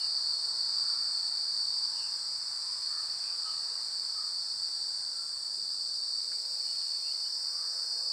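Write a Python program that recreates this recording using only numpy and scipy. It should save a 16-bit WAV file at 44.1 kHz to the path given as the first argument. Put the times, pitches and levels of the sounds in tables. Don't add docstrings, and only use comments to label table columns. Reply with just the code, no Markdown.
import sys
import numpy as np
from scipy import signal
from scipy.fft import rfft, irfft, next_fast_len
from scipy.io import wavfile
from scipy.ndimage import uniform_filter1d, map_coordinates

SR = 44100
rng = np.random.default_rng(int(sys.argv[2]) if len(sys.argv) > 2 else 0)


def persist_wave(psi):
    counts = np.round(np.clip(psi, -1, 1) * 32767).astype(np.int16)
    wavfile.write(sys.argv[1], SR, np.atleast_2d(counts).T)


N = 358091
TIME = np.arange(N) / SR


def from_db(db):
    return 10 ** (np.asarray(db) / 20)


def rms_one(x):
    return x / np.sqrt(np.mean(x ** 2) + 1e-20)


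def automation(points):
    return np.interp(TIME, *np.transpose(points))


def presence(start, end, fade_s):
    return np.clip(np.minimum(TIME - start, end - TIME) / fade_s, 0, 1)


def swells(rest_db, rows):
    bells = sum(from_db(db) ** 2 * np.exp(-((TIME - s) / half) ** 2) for s, half, db in rows)
    return np.sqrt(from_db(rest_db) ** 2 + bells)


def drift(rate, count=N):
    coarse = np.arange(0, count + 64, 64)
    knots = rng.standard_normal(int(count / SR * rate) + 4)
    curve = map_coordinates(knots, [coarse / SR * rate + 1], order=3, mode="nearest")
    return np.interp(np.arange(count), coarse, curve)


def coloured(x, spectrum):
    size = next_fast_len(N)
    hz, db = np.transpose(spectrum)
    bins = np.maximum(np.fft.rfftfreq(size, 1 / SR), 1)
    gain = from_db(np.interp(np.log(bins), np.log(hz), db, left=-80, right=-80))
    return rms_one(irfft(rfft(x, size) * gain, size)[:N])


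def patchy_hiss(spectrum, patchy_db, size=2048):
    cells = signal.stft(rng.standard_normal(N), nperseg=size)[2]
    patches = uniform_filter1d(rng.standard_normal(cells.shape), size=4, axis=0)
    patches = rms_one(uniform_filter1d(patches, size=9, axis=1))
    noise = signal.istft(cells * from_db(patchy_db * patches), nperseg=size)[1][:N]
    return coloured(noise, spectrum)


def evened(x, span_s=0.19):
    power = np.abs(uniform_filter1d(x ** 2, int(span_s * SR)))
    return x / np.sqrt(power + 1e-12)


def foliage(x, t60, direct):
    t = np.arange(SR // 2) / SR
    tail = rng.standard_normal(len(t)) * from_db(-60 * t / t60)
    return direct * x + signal.oaconvolve(x, tail / np.sqrt(np.sum(tail ** 2)))[:N]


def tymbal(strokes_per_s, ribs_per_s, wander=0.005, ribs=4):
    strokes = int(strokes_per_s * (N / SR + 1))
    sway = rms_one(uniform_filter1d(rng.standard_normal(strokes), size=60, mode="wrap"))
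    pace = strokes_per_s * (1 + wander * sway)
    starts = np.cumsum(1 / pace) - 0.5 * rng.random()
    return (starts[:, None] + np.arange(ribs) / ribs_per_s).ravel()


def crowd_clicks(insects=32):
    times = [tymbal(rng.uniform(66, 94), rng.uniform(319.76, 537.7)) for _ in range(insects)]
    at = SR * np.concatenate(times)
    at = at[(at > 0) & (at < N - 1)]
    whole, part = at.astype(int), at % 1
    clicks = np.bincount(whole, 1 - part, N) + np.bincount(whole + 1, part, N)
    return rms_one(foliage(clicks - clicks.mean(), t60=0.28, direct=0.58))


def cicada_chorus(blur_db=-5.5, swell_db=0.35, trim_db=-1.64):
    # t/s, level/dB
    effort = [(0, -32.5), (0.6, -32.5), (0.9, -31), (1.3, -34), (1.7, -31.5), (2.3, -35), (3.5, -35),
              (4.1, -35), (4.7, -34), (5.35, -37.5), (5.95, -33.5), (6.4, -34), (6.85, -33.5), (8.12, -35)]
    # f/Hz, level/dB
    low_body = [(3050, -54), (3400, -43.5), (3580, -32.5), (3900, -28.5), (4080, -20), (4260, -13),
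                (4400, -5), (4600, -1), (4720, -3), (5000, -41), (5600, -44)]
    middle_body = [(4200, -32), (4550, -11.5), (4720, -7), (4880, 2.5), (5020, 2), (5200, -11), (5700, -38),
                   (6500, -54)]
    high_body = [(4700, -15), (5100, -5.5), (5300, 3), (5500, 0.5), (5750, -5), (6000, -9), (6400, -31),
                 (7400, -42)]
    # t/s, tilt/dB
    tilt = [(0, -3), (1.75, -3), (2.1, 1), (3.8, -.8), (6.9, -0.2), (7.8, 2.5)]
    # offset/dB, share of the tilt
    registers = [(-2, -0.53), (-6, 0.67), (-13, 0.78)]
    effort_db, tilt_db = automation(effort), automation(tilt)
    out = 0
    for body, (offset_db, share) in zip((low_body, middle_body, high_body), registers):
        crowd = crowd_clicks() + from_db(blur_db) * rng.standard_normal(N)
        song_db = effort_db + offset_db + share * tilt_db + swell_db * drift(5)
        out = out + from_db(song_db + trim_db) * evened(coloured(crowd, body))
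    return out


def near_cicadas(wander=0.000914, fading_db=3.0, trim_db=0.55):
    # [(overtone, level/dB), ..]
    soloists = [(-1, 2.2, 75.09, 75.04, [(47, -75), (48, -73), (55, -62), (59, -44), (60, -48), (61, -46),
                (64, -51), (65, -46), (68, -59), (70, -64), (71, -62)]), (-1, 2.1, 77.95, 78.25, [(55, -60),
                (56, -52)]), (.3, 2.1, 78.5, 78.6, [(58, -52), (59, -45)]),
                (1.8, 6.2, 74.87, 74.78, [(47, -77), (48, -75), (55, -64), (59, -51), (60, -49), (64, -53),
                (65, -51), (66, -54), (71, -61), (72, -67)]), (1.4, 4.5, 76.3, 76.24, [(54, -64), (60, -49),
                (61, -53), (66, -52)]), (4.2, 6.6, 76.3, 76.55, [(60, -46), (61, -53)]),
                (6.3, 9, 74.6, 74.5, [(48, -75), (59, -47), (60, -44), (64, -52), (66, -52), (70, -62),
                (71, -51)]), (7.1, 9, 80.6, 80.7, [(58, -48), (60, -46), (61, -46), (62, -49), (71, -60)])]
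    out = np.zeros(N)
    for start, end, first_hz, last_hz, overtones in soloists:
        fade = presence(start, end, fade_s=0.38)
        on = np.flatnonzero(fade)
        pace = np.interp(TIME[on], [start, end], [first_hz, last_hz]) * (1 + wander * drift(5, len(on)))
        phase = 2 * np.pi * np.cumsum(pace) / SR
        song = 0
        for overtone, db in overtones:
            gain = from_db(db + fading_db * drift(6.04, len(on)))
            song = song + gain * np.sin(overtone * phase + 2 * np.pi * rng.random())
        out[on] += from_db(trim_db) * np.sqrt(2) * fade[on] * song
    return out


def grass_insects(rasp_db=-49, sizzle_db=-69.5, step_db=3, step_at_s=6.2, rise_s=0.25):
    # f/Hz, level/dB
    rasp_colour = [(5500, -34), (6400, -12.5), (7000, -13), (7500, -4), (8000, 1.5), (8500, -1.5),
                   (9100, -8), (10000, -20.5), (11000, -36), (12500, -46.5)]
    sizzle_colour = [(6000, -23.5), (10000, -0.5), (12000, -14), (13200, -9), (14200, -4), (15100, 0.5),
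                     (16000, -2)]
    flutter_db = 0.08 * drift(1.2) + 0.38 * drift(20)
    rasp = from_db(rasp_db + flutter_db) * patchy_hiss(rasp_colour, patchy_db=1.3)
    lift_db = step_db * np.clip((TIME - step_at_s) / rise_s, 0, 1)
    return rasp + from_db(sizzle_db + lift_db) * patchy_hiss(sizzle_colour, patchy_db=1.5)


def far_traffic(rumble_db=-75, opening_lift_db=5, settle_s=3, road_db=-68):
    # f/Hz, level/dB
    rumble_colour = [(20, -20), (35, -19), (50, -21), (70, -5.5), (92, 1), (125, -6.5), (180, -5.5),
                     (260, -10.5), (400, -9), (800, -53)]
    road_colour = [(200, -32), (345, -25.5), (410, -2.5), (540, -2.5), (750, -2.5), (1000, -8), (2000, -35)]
    # t/s when nearest, half length/s, level/dB
    passes = [(.3, 0.46, -67.5), (3.7, 0.27, -69), (6.55, 0.18, -67.5), (8.05, 0.42, -64.5)]
    lift_db = opening_lift_db * np.exp(-TIME / settle_s)
    rumble = from_db(rumble_db + lift_db + drift(12)) * coloured(rng.standard_normal(N), rumble_colour)
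    return rumble + swells(road_db, passes) * patchy_hiss(road_colour, patchy_db=1.1)


def breeze(leaves_db=-70, leaves_follow=0.32):
    # t/s, level/dB
    strength = [(0, -56.5), (.35, -58.8), (.85, -55), (1.25, -57), (2.2, -58.5), (3.45, -56.5),
                (4.2, -59.5), (6, -63), (7.05, -63), (7.75, -58.8), (8.12, -60)]
    # t/s at the crest, half length/s, level/dB
    gusts = [(0, 0.14, -72), (.9, .15, -70), (2.05, 0.22, -66.5), (3.3, 0.65, -65), (6.73, 0.3, -64)]
    # f/Hz, level/dB
    air_colour = [(450, -45), (720, -8), (950, -0.5), (1280, -1), (1600, -3.5), (2000, -9.5), (2600, -20),
                  (4000, -33.5)]
    leaf_colour = [(1200, -25), (1900, -1.5), (2300, -0.5), (2900, -3.5), (3600, 1), (6000, -12),
                   (10000, -23.5)]
    air_db = automation(strength)
    wash = from_db(air_db) * patchy_hiss(air_colour, patchy_db=2.0)
    stir = swells(leaves_db + leaves_follow * (air_db - air_db.mean()), gusts)
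    return wash + stir * patchy_hiss(leaf_colour, patchy_db=4.0)


def far_engines(wander=0.01147, waver_db=2.4):
    # start/s, end/s, f/Hz, level/dB
    hums = [(-.5, 1, 109, -74.5), (.8, 8.6, 108.2, -82), (.4, 2.76, 213.3, -80.5), (2.8, 6.1, 213.7, -86),
            (5.2, 6.6, 214.4, -81), (6.3, 9.1, 525, -76.5)]
    out = 0
    for start, end, hz, db in hums:
        phase = 2 * np.pi * np.cumsum(hz * (1 + wander * drift(9))) / SR
        gain = from_db(db + waver_db * drift(9)) * presence(start, end, fade_s=0.31)
        out = out + gain * np.sqrt(2) * np.sin(phase)
    return out


def birds(rasp_hz=170):
    # t/s at the middle, length/s, first f/Hz, last f/Hz, relative level/dB, roughness
    calls = [(.02, .11, 2880, 2790, -59, .7), (0.886, .3, 1377, 1287, -56, 0.73),
             (2.024, .18, 2900, 2640, -59, 1.04), (2.952, .18, 1250, 1243, -52.5, 0.44),
             (2.962, .19, 1804, 1770, -59, 0.54), (3.269, .16, 2550, 2570, -61.5, .9),
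             (3.486, 0.096, 1300, 1239, -46, 0.17), (3.49, .085, 3050, 2900, -60, 0.54),
             (4.196, .1, 1287, 1238, -48.5, 0.31), (5.204, .21, 1372, 1368, -61, 0.24),
             (6.693, .12, 2920, 2880, -68, 0.27), (7.041, .04, 2400, 2800, -65, .15),
             (7.079, .07, 2750, 2730, -59, .3), (7.118, .04, 2800, 3150, -62, 0.3),
             (7.205, .05, 2740, 2760, -68, .2), (7.265, .06, 2850, 3140, -64, 0.6),
             (7.63, .26, 1153, 1275, -58.5, 0.34)]
    out, shake = np.zeros(N), drift(500)
    for middle, length, first_hz, last_hz, db, roughness in calls:
        along = (TIME - middle) / length + 0.5
        on = (along > 0) & (along < 1)
        hz = first_hz + (last_hz - first_hz) * along[on] + roughness * rasp_hz * shake[on]
        envelope = from_db(db) * np.sin(np.pi * along[on])
        out[on] += envelope * np.sin(2 * np.pi * np.cumsum(hz) / SR)
    return 0.68 * foliage(out, t60=0.5, direct=1.64)


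def leaf_ticks():
    # t/s, peak level/dB, centre f/Hz, relative bandwidth, t60/s
    ticks = [(5.57, -57, 401, .4, 0.82), (6.317, -45.5, 1590, 0.22, 0.1), (6.7526, -47, 2900, .6, .04),
             (6.8179, -48, 2000, 1.0, 0.061)]
    out, t = np.zeros(N), np.arange(SR // 2) / SR
    for start, db, hz, width, t60 in ticks:
        edges_hz = [hz / (1 + width / 2), hz * (1 + width / 2)]
        resonance = signal.butter(1, edges_hz, "band", fs=SR, output="sos")
        burst = signal.sosfilt(resonance, rng.standard_normal(len(t)) * from_db(-60 * t / t60))
        at = round(start * SR)
        out[at:at + len(t)] += from_db(db) * burst / np.abs(burst).max()
    return out


def scene():
    insects = cicada_chorus() + near_cicadas() + grass_insects()
    return (insects + far_traffic() + breeze() + far_engines() + birds() + leaf_ticks())[None]


def record(dry, cutoff_hz=15450):
    return signal.sosfilt(signal.ellip(12, 0.1, 80, cutoff_hz, fs=SR, output="sos"), dry)


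dry = scene()
out = record(dry)
persist_wave(out)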